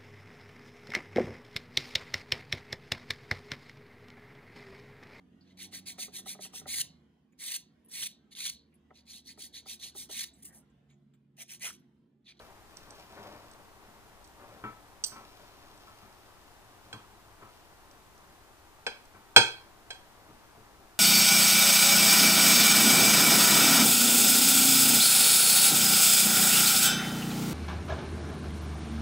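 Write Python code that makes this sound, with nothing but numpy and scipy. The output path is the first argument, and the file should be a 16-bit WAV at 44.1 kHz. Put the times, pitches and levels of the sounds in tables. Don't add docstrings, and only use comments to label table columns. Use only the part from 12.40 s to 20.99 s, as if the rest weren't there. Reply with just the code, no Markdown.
import sys
import numpy as np
from scipy import signal
from scipy.fft import rfft, irfft, next_fast_len
from scipy.io import wavfile

SR = 44100
rng = np.random.default_rng(int(sys.argv[2]) if len(sys.argv) > 2 else 0)


def persist_wave(psi):
    counts = np.round(np.clip(psi, -1, 1) * 32767).astype(np.int16)
    wavfile.write(sys.argv[1], SR, np.atleast_2d(counts).T)


N = 378819
TIME = np.arange(N) / SR
AGE = np.arange(SR * 3 // 4) / SR


def from_db(db):
    return 10 ** (np.asarray(db) / 20)


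def rms_one(x):
    return x / np.sqrt(np.mean(x ** 2) + 1e-20)


def at_hz(points, hz):
    table_hz, value = np.transpose(points)
    return np.interp(np.log(np.maximum(hz, 1)), np.log(table_hz), value)


def bins(x):
    return np.fft.rfftfreq(x.shape[-1], 1 / SR)


def colour(x, spectrum, tilt_db=0):
    hz = bins(x)
    gain = from_db(at_hz(spectrum, hz) + tilt_db * np.log2(hz + 1))
    return rms_one(irfft(rfft(x) * gain, x.shape[-1]))


def dying(t60):
    return np.exp(-np.log(1000) * AGE / max(t60, 1e-3))


def burst(spectrum, rise, t60, tilt_db=0):
    swell = np.minimum(AGE / max(rise, 1e-4), 1)
    noise = colour(rng.standard_normal(len(AGE)), spectrum, tilt_db)
    return noise * swell * dying(t60)


def ringing(modes, favour_db=0, free=1):
    hz, mode_db, t60 = np.transpose(modes)
    phases = rng.uniform(0, 2 * np.pi, len(hz))
    gains = from_db(mode_db + favour_db)
    sines = (g * np.sin(2 * np.pi * f * AGE + p) * dying(t * free)
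             for g, f, p, t in zip(gains, hz, phases, t60))
    return sum(sines)


def add(track, s, sound):
    start = max(round(s * SR), 0)
    track[start:start + len(sound)] += sound[:N - start]


def drift(rate):
    knots = rng.standard_normal(int(TIME[-1] * rate) + 2)
    return np.interp(TIME * rate, np.arange(len(knots)), knots)


def microphones(x, balance, left_lag_s=0.00013):
    size = next_fast_len(N + 100)
    hz = np.fft.rfftfreq(size, 1 / SR)
    half_db = at_hz(balance, hz) / 2
    left = from_db(half_db) * np.exp(-2j * np.pi * hz * left_lag_s)
    right = from_db(-half_db)
    return irfft(rfft(x, size) * np.array([left, right]), size)[:, :N]


# (frequency [Hz], decay by 60 dB [s])
REVERBERATION = [(100, 0.13), (500, 0.36), (1500, 0.35), (4000, 0.36), (8000, 0.27), (15000, 0.42)]


def kitchen(x, wet_db=-7, build_s=0.0064, own_share=.45):
    noise = rng.standard_normal((3, len(AGE)))
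    spectra, hz, tail = rfft(noise), bins(noise), 0
    octave = np.clip(np.log2((hz + 1) / 125), 0, 7)
    own = np.clip(own_share * octave / 4, 0, 1)
    spectra = np.sqrt(1 - own) * spectra[2] + np.sqrt(own) * spectra[:2]
    for k in range(8):
        fade = dying(at_hz(REVERBERATION, 125 * 2 ** k)) * np.minimum(AGE / build_s, 1)
        band = irfft(spectra * np.maximum(1 - abs(octave - k), 0), len(AGE))
        tail = tail + band * fade / np.linalg.norm(fade)
    echoes = signal.fftconvolve(x[None], tail, axes=1)[:, :N]
    return x + from_db(wet_db) * echoes


# (frequency [Hz], relative level [dB per Hz])
RUMBLE_SPECTRUM = [(20, 6), (50, 3.5), (80, 4), (120, -1), (160, -11.5), (240, -8), (320, -1), (430, -3.5),
                   (540, -11), (720, 0.5), (980, 0), (1400, -4.5), (2000, -10), (5000, -77.5)]
# (frequency [Hz], relative level [dB per Hz])
HISS_SPECTRUM = [(30, 12), (300, 8.5), (1200, 1), (2500, 1), (5000, -3), (9000, -5.5), (15000, -8)]


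def background(rumble_db=-59.5, hiss_db=-59.5, left_db=4.0):
    rumble = from_db(rumble_db) * colour(rng.standard_normal(N), RUMBLE_SPECTRUM)
    hiss = from_db(hiss_db) * colour(rng.standard_normal((2, N)), HISS_SPECTRUM)
    return microphones(rumble, [(1, left_db)]) + hiss


def stroke(start, length, attack_s=.06, ease_db_per_length=6.5):
    age = TIME - start
    attack = np.clip(age / attack_s, 0, 1)
    release = from_db(-ease_db_per_length * np.clip(age / length - 1, 0, 20))
    return attack * release


# (start [s], length [s], rubbing level [dB], wet crackle level [dB])
MEAT_STROKES = [(-.05, 0.069, -54.5, -66), (0.24, 0.28, -62.5, -66), (0.507, 0.072, -65, -60),
                (0.683, 0.17, -51, -60), (1.37, 0.24, -63.5, -76), (1.95, 0.2, -56, -71),
                (2.64, 0.68, -64, -65.5), (4.394, 0.072, -64, -69), (4.966, 0.2, -71, -70.5),
                (5.887, 0.033, -58.5, -67), (7.53, 0.46, -69, -74)]
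# (frequency [Hz], relative level [dB per Hz])
RUB_SPECTRUM = [(50, -17), (115, 6.5), (160, -1.5), (205, -2), (290, -2), (420, 0), (750, 0.5),
                (1400, -5.5), (2200, -14), (5000, -37), (15000, -51.5)]
# (frequency [Hz], relative level [dB per Hz])
WET_SPECTRUM = [(1000, -27), (2500, 10.5), (5300, 8), (8000, -5), (14000, -3)]


def meat(rough_db=3.5, drag_changes_per_s=45, pops_per_s=1400, size_db=4.5, resting_db=-69.5):
    pressure = np.array([stroke(start, length) for start, length, _, _ in MEAT_STROKES])
    levels = from_db(np.array(MEAT_STROKES)[:, 2:].T)
    rubbing, wetness = np.sqrt(levels ** 2 @ pressure ** 2)
    rubbing = np.hypot(rubbing, from_db(resting_db))
    rub = colour(rng.standard_normal(N), RUB_SPECTRUM)
    rub = rub * from_db(rough_db * drift(drag_changes_per_s))
    sizes = from_db(size_db * np.minimum(rng.exponential(1, N), 5)) * rng.choice([-1, 1], N)
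    pops = colour(sizes * (rng.random(N) < pops_per_s / SR), WET_SPECTRUM)
    return rub * rubbing + pops * wetness


# (time [s], worktop thump [dB], plate clunk [dB], rise [s])
PLATE_BUMPS = [(.002, -63, -56.5, 0.0021), (2.2389, -42.5, -39.5, .0008), (2.718, -54, -50, .0016),
               (2.751, -56, -46.5, 0.016), (3.471, -81, -55.5, 0.0096), (3.614, -61, -58, 0.018),
               (4.534, -48, -49.5, .006), (5.017, -55, -51, 0.011), (6.745, -56.5, -53.5, 0.0058),
               (6.966, -33, -40, 0.0029), (7.885, -52, -67, 0.0094), (8.17, -55, -77, 0.014),
               (8.342, -79, -64, .005), (8.389, -59, -82, 0.0062)]
# (frequency [Hz], relative level [dB per Hz])
THUMP_SPECTRUM = [(60, -41), (95, -11.5), (124, 9), (158, -12), (205, -1.5), (280, -10.5), (400, -3.5),
                  (600, -21.5), (1200, -26.5), (4000, -56.5)]
# (frequency [Hz], relative level [dB per Hz])
CLUNK_SPECTRUM = [(50, -31), (200, -6), (600, -8.5), (1020, 7), (1220, 2), (1320, 14), (1430, -15),
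                  (1600, -7.5), (2000, -3.5), (2330, -9), (2800, -10.5), (6000, -38), (15000, -48)]
# (frequency [Hz], relative level [dB], decay by 60 dB [s])
WORKTOP_MODES = [(121, 2, .36), (203, -6, .2), (243, -7, .2), (334, -6, .26), (425, -6, .18)]
# (frequency [Hz], relative level [dB], decay by 60 dB [s])
DULL_PLATE_MODES = [(1310, -11, .3), (1518, -2, .07), (2288, -14, .22), (3300, -19, .1)]


def bumps(worktop_db=-5, plate_db=4.5, worktop_rise=.008, t60=0.17, low_hz=85):
    out = np.zeros(N)
    for s, thump_db, clunk_db, rise in PLATE_BUMPS:
        peak = np.exp(np.log(1000) * rise / t60)
        worktop_swell = np.minimum(AGE / worktop_rise, 1)
        worktop_ring = from_db(worktop_db) * ringing(WORKTOP_MODES) * worktop_swell
        thump = peak * burst(THUMP_SPECTRUM, rise, t60) + worktop_ring
        plate_ring = from_db(plate_db) * ringing(DULL_PLATE_MODES) * np.minimum(AGE / rise, 1)
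        clunk = peak * burst(CLUNK_SPECTRUM, rise, t60) + plate_ring
        add(out, s, from_db(thump_db) * thump + from_db(clunk_db) * clunk)
    return signal.sosfilt(signal.butter(3, low_hz, "high", fs=SR, output="sos"), out + 1e-18)


# (time [s], level [dB], brightness [dB per octave], decay by 60 dB [s])
STEEL_TICKS = [(.3697, -41, -4, .018), (.5068, -43.5, -1.5, .018), (1.1135, -50, -7, .022),
               (1.1349, -52, -7, .022), (1.8428, -56, -7, .08), (1.8752, -58, 4, .02),
               (2.6385, -20.5, 0, .028), (2.6445, -24, 1, .024), (2.663, -40, 4, .1),
               (3.3768, -55, -1, .015), (5.512, -55, -8, .025), (5.779, -54, -6, .01),
               (6.6544, -57, -2, .02)]
# (frequency [Hz], relative level [dB per Hz])
STEEL_SPECTRUM = [(20, -120), (1000, -30), (2200, -38), (2650, -21), (3900, -15.5), (4450, -0.5),
                  (4900, -7), (5400, -6.5), (5950, 3.5), (6700, -13), (7500, -12), (8250, 2), (8700, -12),
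                  (9500, -47), (15000, -53)]
# (frequency [Hz], relative level [dB per Hz])
SNAP_SPECTRUM = [(2000, -10), (5000, -29), (9000, 10), (15000, 10)]


def ticks(rise=0.00022, snap_db=-20, snap_db_per_tilt=5.5):
    out = np.zeros(N)
    for s, level_db, tilt_db, t60 in STEEL_TICKS:
        snap_gain = from_db(snap_db + snap_db_per_tilt * tilt_db)
        snap = snap_gain * burst(SNAP_SPECTRUM, rise, t60)
        ring = burst(STEEL_SPECTRUM, rise, t60, tilt_db)
        add(out, s, from_db(level_db) * (ring + snap))
    return out


# (frequency [Hz], relative level [dB], decay by 60 dB [s])
PLATE_MODES = [(440, -11, .19), (480, -7, .16), (735, -14, .24), (796, -9, .24), (917, -6, .22),
               (1490, -8, .15), (1553, 1, .18), (1600, -5, .14), (1675, -17, .22), (2277, -4, .24),
               (2400, -7, .2), (2518, 0, .21), (2720, -18, .2), (3241, 0, .17), (3315, -2, .24),
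               (3900, -11, .15), (4112, -1.5, .26), (4355, -7, .24), (4848, -6, .2), (5117, -6, .2),
               (5785, -15, .23), (6040, -11, .25), (6450, -18, .25), (7208, -13, .23), (7384, -16, .2),
               (8340, -11, .18), (8405, -13, .22), (9663, -26, .3), (10400, -29, .17), (10920, -28, .24),
               (12500, -27, .24), (13950, -30, .24)]


def held_plate(width_hz):
    hz = np.geomspace(100, 15000, 400)
    mode_hz, mode_db, _ = np.transpose(PLATE_MODES)
    peaks = from_db(mode_db) / (1 + ((hz[:, None] - mode_hz) / width_hz) ** 2)
    return np.column_stack([hz, 10 * np.log10(np.sum(peaks ** 2, axis=1))])


# (time [s], ring [dB], crack [dB], brightness [dB per octave], edge [dB], damping [share of free decay])
BLADE_CLINKS = [(4.528, -47, -54, 0, 1, 0.63), (6.4652, -38, -25.5, -1.8, 8.5, 0.42),
                (6.9622, -14, -15, 0, 0, 1.0), (6.9675, -30, -9.5, -2.2, 0, .25),
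                (6.9755, -34, -14.5, .5, 0, .3), (7.504, -46, -35.5, 0, 0.5, 0.91)]


def clinks(width_hz=120, low_hz=170):
    out = np.zeros(N)
    rise, crack_t60, contact_t60, edge_hz = .0012, .07, .09, 2800
    octaves = np.log2(np.array(PLATE_MODES)[:, 0] / edge_hz)
    touch = np.minimum(AGE / rise, 1) * (.5 + dying(contact_t60))
    crack_spectrum = held_plate(width_hz)
    for s, ring_db, crack_db, tilt_db, edge_db, free in BLADE_CLINKS:
        favour_db = tilt_db * octaves + edge_db * np.exp(-(2 * octaves) ** 2)
        ring = from_db(ring_db) * ringing(PLATE_MODES, favour_db, free) * touch
        crack = from_db(crack_db) * burst(crack_spectrum, rise, crack_t60, tilt_db)
        add(out, s, ring + crack)
    return signal.sosfilt(signal.butter(4, low_hz, "high", fs=SR, output="sos"), out + 1e-18)


# (frequency [Hz], level difference [dB])
CUTLERY_BALANCE = [(60, 3), (250, 4.5), (500, 5.5), (900, 5.5), (1550, 7), (2000, 3.5), (2550, -6.5),
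                   (3300, -9), (4100, -4), (5000, -6), (6400, -6), (8300, -15), (11000, -7)]


def scene(soft_left_db=3.0):
    in_kitchen = kitchen(clinks(), wet_db=-8.0) + kitchen(ticks(), wet_db=-10.0)
    cutlery = microphones(in_kitchen, CUTLERY_BALANCE)
    handling = microphones(kitchen(bumps() + meat(), wet_db=-3), [(1, soft_left_db)])
    return cutlery + handling + background()


def record(dry, cutoff_hz=15300):
    low_pass = signal.ellip(10, .1, 80, cutoff_hz, fs=SR, output="sos")
    return signal.sosfilt(low_pass, np.clip(dry, -1, 1))


dry = scene()
out = record(dry)
persist_wave(out)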